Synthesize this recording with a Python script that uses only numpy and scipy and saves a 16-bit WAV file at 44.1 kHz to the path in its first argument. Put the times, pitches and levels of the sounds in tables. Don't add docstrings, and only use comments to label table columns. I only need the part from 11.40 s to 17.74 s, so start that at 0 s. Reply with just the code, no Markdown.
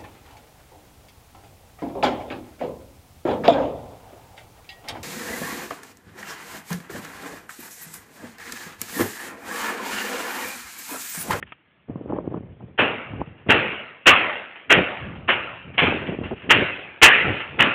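import sys
import numpy as np
from scipy import signal
from scipy.io import wavfile
from scipy.ndimage import uniform_filter1d

SR = 44100
rng = np.random.default_rng(int(sys.argv[2]) if len(sys.argv) > 2 else 0)


def store_wav(level_fs):
    pcm = np.round(np.clip(np.atleast_2d(level_fs), -1, 1) * 32767)
    wavfile.write(sys.argv[1], SR, pcm.T.astype(np.int16))


def magnitude_from_level(level_db):
    exponent = np.asarray(level_db, float) / 20
    return 10 ** exponent


N = 279682

# t/s, spray peak level/dB, burst t60/s, tail level below peak/dB, tail t60/s
STRIDES = [
    (1.377, -14, 0.33, -6, 0.84),
    (2.086, -8, 0.17, -6, 0.87),
    (2.657, -1.5, 0.22, -8, 0.83),
    (3.295, -6.5, 0.28, -11, 1),
    (3.877, -11.5, 0.22, -10.5, 0.92),
    (4.375, -13.5, 0.05, -0.5, 0.73),
    (5.092, -5, 0.053, -10.5, 0.93),
    (5.615, 4.4, 0.2, -11.5, 0.93),
    (6.186, -11.5, 0.3, -4.5, 1),
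]
# t/s, peak level/dB, rise/s, t60/s
SCUFFS = [(0.059, -49, 0.0094, 0.38), (1.789, -43, 0.022, 0.083), (1.85, -52, 0.0095, .5),
          (1.941, -54.5, 0.043, 1), (2.062, -49, .012, 1), (3.296, -15, 0.0033, 0.044),
          (3.880, -20.5, .003, 0.054), (3.149, -40, 0.0085, 0.41), (3.303, -11, 0.002, .03),
          (3.322, -10.5, .004, .05), (3.336, -14.5, 0.0022, 0.011), (3.74, -45, 0.017, 0.13),
          (4.33, -41.5, 0.013, 0.27), (4.378, -11, 0.0023, .05), (4.391, -9, 0.0013, 0.0086),
          (4.398, -25, 0.0056, 0.026), (4.44, -21, 0.024, 0.27), (4.658, -33.5, 0.0086, 0.49),
          (4.831, -33.5, 0.0034, 0.41), (4.94, -43.5, .03, 0.94), (5.015, -42.5, 0.0047, 0.38),
          (5.104, -7, 0.003, 0.27), (5.989, -26.5, 0.011, 0.17), (6.197, -10.5, 0.0023, 0.014),
          (6.205, -7.5, 0.0019, 0.025), (6.22, -7.5, 0.0022, .035), (6.188, -12.5, 0.0047, 0.062)]
# delay to peak/s, thud level/dB, t60/s, deep part level/dB, clod level/dB
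THUDS = [
    (0.031, -21.5, 0.54, -11.5, 8.5),
    (0.0014, -14, 0.68, -14, 0),
    (0.018, -33, 0.28, 5, 1.5),
    (0.079, -12, 0.25, -9.5, 2),
    (.06, -50, 1, -3, 3.5),
    (0.051, -16.5, 0.82, -7.5, -0.5),
    (0.012, -24, 0.98, -9, -1.4),
    (0.033, -35, 1, -5, -2),
    (.012, -22, 0.35, -8.5, 0.5),
]
# f/Hz, level per Hz/dB
BURST_SPECTRUM = [(35, -57), (60, -42.5), (335, -2), (607, -7), (838, -5), (1180, -5), (1740, 3),
                  (2210, 0.5), (2760, 2), (3270, -1), (3500, -7.5), (4550, -49), (7700, -120)]
# f/Hz, level per Hz/dB
TAIL_SPECTRUM = [(35, -36.5), (60, -9), (92, -8), (150, -14), (268, -7.5), (424, -8.5), (539, -1),
                 (1050, -7), (1200, -1.5), (2330, 0.5), (2710, -1), (3500, -9), (4550, -45), (7700, -120)]
# peak t/s, buffet level/dB, swell over 60 dB/s, fade over 60 dB/s, deep part level/dB
GUSTS = [(.02, -51.5, 0.49, 0.32, 10), (2.065, -30.5, 0.025, .3, -8), (.488, -36, 0.031, 1.6, 1),
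         (0.733, -22, .25, 0.47, -11), (.915, -37, .4, 0.77, 0), (.975, -29.5, 0.74, 0.083, -17),
         (1.1, -49.5, 1.5, 0.29, 11), (1.232, -41.5, .25, 0.62, 0.5), (1.744, -35.5, 0.32, 0.38, 3.5),
         (1.807, -25, 0.12, 0.096, -1), (1.9, -48, 0.39, 1, 3), (2.772, -31, .2, 0.14, -13),
         (2.97, -51, 1.2, 0.18, -5.5), (3.5, -31, 0.18, 0.26, -15), (3.641, -38.5, .25, 1.7, 5.5),
         (3.988, -43, 0.28, 0.086, -11), (4.28, -42.5, 0.24, 0.68, 5), (4.7, -23.5, 0.41, 0.59, -12.5),
         (4.83, -31.5, 0.3, 0.56, 0), (4.927, -18.5, 0.099, 0.051, -9), (5.223, -16.5, 0.46, 0.067, -6.5),
         (5.885, -18.5, 0.26, 0.32, -6), (6.15, -42.5, 0.45, 0.45, 4.5), (6.271, -19.5, 0.36, 0.12, -18.5)]
# t/s, peak level/dB, ring f/Hz, crisp edge relative level/dB
LUMPS = [(0.496, -15, 240, -34), (0.556, -12.5, 232, -13), (0.611, -13.5, 328, -31),
         (0.658, -15.5, 422, -11), (0.700, -10.5, 380, -13), (0.722, -16, 361, -1), (.731, -5, 330, -23),
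         (0.764, -12, 335, -7), (0.785, -11.5, 380, -1), (0.875, -7.5, 298, -24), (0.923, -14, 360, -26),
         (0.942, -10, 308, -8), (0.975, -11, 193, -37), (1.007, -19, 260, -34), (1.206, -29.5, 223, 0.5),
         (1.236, -21, 158, -28), (1.734, -16.5, 199, -11), (1.800, -12.5, 165, -12), (1.814, -11.5, 228, 2),
         (1.873, -21.5, 148, -20), (3.37, -21.5, 280, -8), (4.421, -10.5, 159, -9), (4.523, -5, 537, -6),
         (4.694, -10, 370, -13), (4.787, -9, 328, -17), (4.812, -11.5, 230, -13), (4.909, -18, 270, 1),
         (4.922, -13, 263, -32), (5.089, -10, 305, -25), (5.903, -7.5, 300, -12)]
# t/s, peak level/dB
TAPS = [
    (0.026, -18.5),
    (0.121, -23),
]
# f/Hz, level in first tap/dB, level in second tap/dB, t60/s
BUCKLE_MODES = [(480, -5, -14, .015), (950, -12, -5, .01), (1270, -7, 0.5, .012), (1850, 4, -3, .012),
                (2250, 2.5, 1.5, .01), (2750, -9, -9, .008), (3250, -10, -1.5, .009)]
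# f/Hz, level per Hz/dB
HISS_SPECTRUM = [(29, -39), (50, -30), (102, 0), (183, -5.5), (301, -1), (373, -8), (682, -8), (890, -9),
                 (2200, -5.5), (2500, -8), (3500, -11), (4550, -51), (7700, -120)]

RISE_S, TOE_SHARE = 0.016, 0.1
SCUFF_TAIL_DB = -15.5
CLOD_FADE_DB_PER_S, SPRAY_HZ = 5.5, 2370
CALM_DB = -73.5
EDGE_DB, EDGE_GROWS = -25.5, 0.17
HISS_DB = -62
MIC_LOW_HZ, BAND_TOP_HZ, OVERLOAD = 98, 3348, 0.72


def sand():
    t = np.arange(N) / SR
    burst, tail = np.zeros(N), np.zeros(N)
    falls = [(RISE_S, *stride) for stride in STRIDES]
    falls += [(rise, s, db, t60, SCUFF_TAIL_DB, t60) for s, db, rise, t60 in SCUFFS]
    for rise, s, peak_db, burst_t60, tail_db, tail_t60 in falls:
        heard = slice(round(s * SR), round((s + 1.4) * SR))
        since = np.maximum(t[heard] - s, 0)
        dig = TOE_SHARE + (1 - TOE_SHARE) * np.minimum(since / rise, 1) ** 2.03
        after = np.maximum(since - rise, 0)
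        burst[heard] += (dig * magnitude_from_level(peak_db - 60 * after / burst_t60)) ** 2
        tail[heard] += (dig * magnitude_from_level(peak_db + tail_db - 60 * after / tail_t60)) ** 2

    clods_db = np.zeros(N)
    for stride, thud in zip(STRIDES, THUDS):
        later = t >= stride[0]
        clods_db[later] = thud[-1] + CLOD_FADE_DB_PER_S * (t[later] - stride[0])

    def wetness_db(hz):
        clods = clods_db / (1 + (hz / 1300) ** 4)
        fine = 0.58 * np.exp(-(np.log(hz / SPRAY_HZ) / 0.6) ** 2)
        port = 3 * np.exp(-(np.log(hz / 2670) / 0.045) ** 2)
        return clods + fine + port

    thrown = coloured([grains(2500, 0.46), grains(2500, 3.3)], BURST_SPECTRUM,
                      patchy_db=1.5, patch_rate=5.2, shape_db=wetness_db)
    thrown = evened(thrown, span_s=0.021, share=0.38)
    falling = coloured([grains(3000, 0.6), grains(3000, 2.4)], TAIL_SPECTRUM,
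                       patchy_db=3.5, patch_rate=7.5, shape_db=wetness_db)
    clumps = magnitude_from_level(3.0 * drift(170))
    falling = evened(clumps * falling, span_s=0.0062, share=0.59)
    return np.sqrt(burst) * thrown + np.sqrt(tail) * falling


def wind():
    deep_gain, dull_gain, bright_gain = buffeting()
    eddies, noise = drift(53), rng.standard_normal((3, N))
    deep = evened(cut(noise[2], [45, 150], "band", order=2), span_s=0.069, share=0.21)
    dull = magnitude_from_level(3.5 * eddies) * cut(noise[0], [150, 480], "band", order=2)
    dull = evened(dull, span_s=0.11, share=1.0)
    edge = cut(noise[1], [380, 820], "band", order=4)
    edge = edge + magnitude_from_level(-41.0) * cut(noise[1], 1200, "high", order=2)
    bright = evened(magnitude_from_level(5.5 * eddies) * edge, span_s=0.05, share=0.99)
    shaking = magnitude_from_level(2.5) * deep_gain * deep + magnitude_from_level(-3.5) * dull_gain * dull + magnitude_from_level(1.0) * bright_gain * bright
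    return shaking + wind_lumps()


def buffeting():
    t = np.arange(0, N / SR + 0.002, 0.001)
    calm_db = CALM_DB + np.array([[0], [0], [EDGE_DB]])
    power = np.zeros((3, len(t))) + magnitude_from_level(calm_db) ** 2
    thuds = [(stride[0] + delay, db, 2 * delay, t60, deep_db)
             for stride, (delay, db, t60, deep_db, _) in zip(STRIDES, THUDS)]
    for s, peak_db, swell, fade, deep_db in GUSTS + thuds:
        level_db = peak_db - 60 * np.maximum((s - t) / max(swell, 0.005), (t - s) / max(fade, 0.02))
        bright_db = EDGE_DB + EDGE_GROWS * (peak_db + 22)
        power += magnitude_from_level(level_db + np.array([[deep_db], [0], [bright_db]])) ** 2
    return [np.interp(np.arange(N) / SR, t, np.sqrt(p)) for p in power]


def wind_lumps():
    out = np.zeros(N)
    rough = rng.standard_normal((len(LUMPS), 500))
    for (s, peak_db, hz, crisp_db), noise in zip(LUMPS, rough):
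        push, at = np.zeros(1500), round(s * SR)
        push[:50] = np.hanning(50) / 25
        lump = ring(push, hz, 3.84 / hz)
        crisp = np.exp(-np.arange(500) / 130) * cut(noise, [450, 1100], "band", order=4)
        lump[:500] += magnitude_from_level(crisp_db + 9.5) * crisp
        out[at:at + 1500] += magnitude_from_level(peak_db) * cut(lump, 85, "high", order=2)
    return out


def buckle():
    out = np.zeros(N)
    noise = rng.standard_normal((len(TAPS), len(BUCKLE_MODES), 2000))
    contacts = 0.3 * noise * np.exp(-np.arange(2000) / 160)
    contacts[..., 0] = 1
    for k, (s, peak_db) in enumerate(TAPS):
        tap = np.zeros(2000)
        for mode, contact in zip(BUCKLE_MODES, contacts[k]):
            tap += magnitude_from_level(mode[1 + k]) * ring(contact, mode[0], mode[3])
        at = round(s * SR)
        out[at:at + 2000] += magnitude_from_level(peak_db - 13.5) * tap
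    return out


def outdoor_hiss():
    hiss = coloured(rng.standard_normal((2, N)), HISS_SPECTRUM, patchy_db=2.2, patch_rate=14)
    return magnitude_from_level(HISS_DB + 1.1 * drift(70)) * hiss


def coloured(source, spectrum, patchy_db, patch_rate, shape_db=lambda hz: 0):
    edges = np.r_[50 * 2 ** np.arange(0, 4.3, 0.25), np.arange(1120, 4600, 170)]
    points = np.array(spectrum[:-2])
    out = 0
    for k, (low, high) in enumerate(zip(edges, edges[1:])):
        hz = np.sqrt(low * high)
        level_db = np.interp(np.log(hz), np.log(points[:, 0]), points[:, 1])
        band = cut(source[k % 2], [low, high], "band", order=2)
        out = out + magnitude_from_level(level_db + shape_db(hz) + patchy_db * drift(patch_rate)) * band
    return rms_one(out)


def grains(per_s, spread_db):
    sizes = magnitude_from_level(spread_db * np.minimum(rng.exponential(1, N), 4)) * rng.choice([-1, 1], N)
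    return rms_one(sizes * (rng.random(N) < per_s / SR))


def evened(x, span_s, share):
    power = uniform_filter1d(x ** 2, size=max(round(span_s * SR), 1)) + 1e-9
    return rms_one(x / power ** (share / 2))


def drift(rate):
    r = np.exp(-40 * np.pi * rate / SR)
    noise = rng.standard_normal(N // 20 + 902)
    slow = signal.lfilter([1], [1, -2 * r, r * r], noise)[900:]
    return np.interp(np.arange(N) / 20, np.arange(len(slow)), rms_one(slow))


def ring(clicks, hz, t60):
    r, w = magnitude_from_level(-60 / (t60 * SR)), 2 * np.pi * hz / SR
    return signal.lfilter([0, np.sin(w)], [1, -2 * r * np.cos(w), r * r], clicks + 1e-18)


def cut(x, hz, kind, order):
    return signal.sosfilt(signal.butter(order, hz, kind, fs=SR, output="sos"), x)


def rms_one(x):
    return x / np.sqrt(np.mean(x ** 2) + 1e-20)


def scene():
    return (sand() + wind() + buckle() + outdoor_hiss())[None]


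def low_pass(x):
    return signal.sosfilt(signal.butter(12, 16100, fs=SR, output="sos"), x)


def record(dry):
    narrow = cut(dry, MIC_LOW_HZ, "high", order=2)
    narrow = cut(narrow, BAND_TOP_HZ, "low", order=12)
    narrow = signal.sosfilt(signal.ellip(8, 1, 95, 4330, fs=SR, output="sos"), narrow)
    mix = np.clip(narrow, -OVERLOAD, OVERLOAD)
    return low_pass(mix)


dry = scene()
out = record(dry)
store_wav(out)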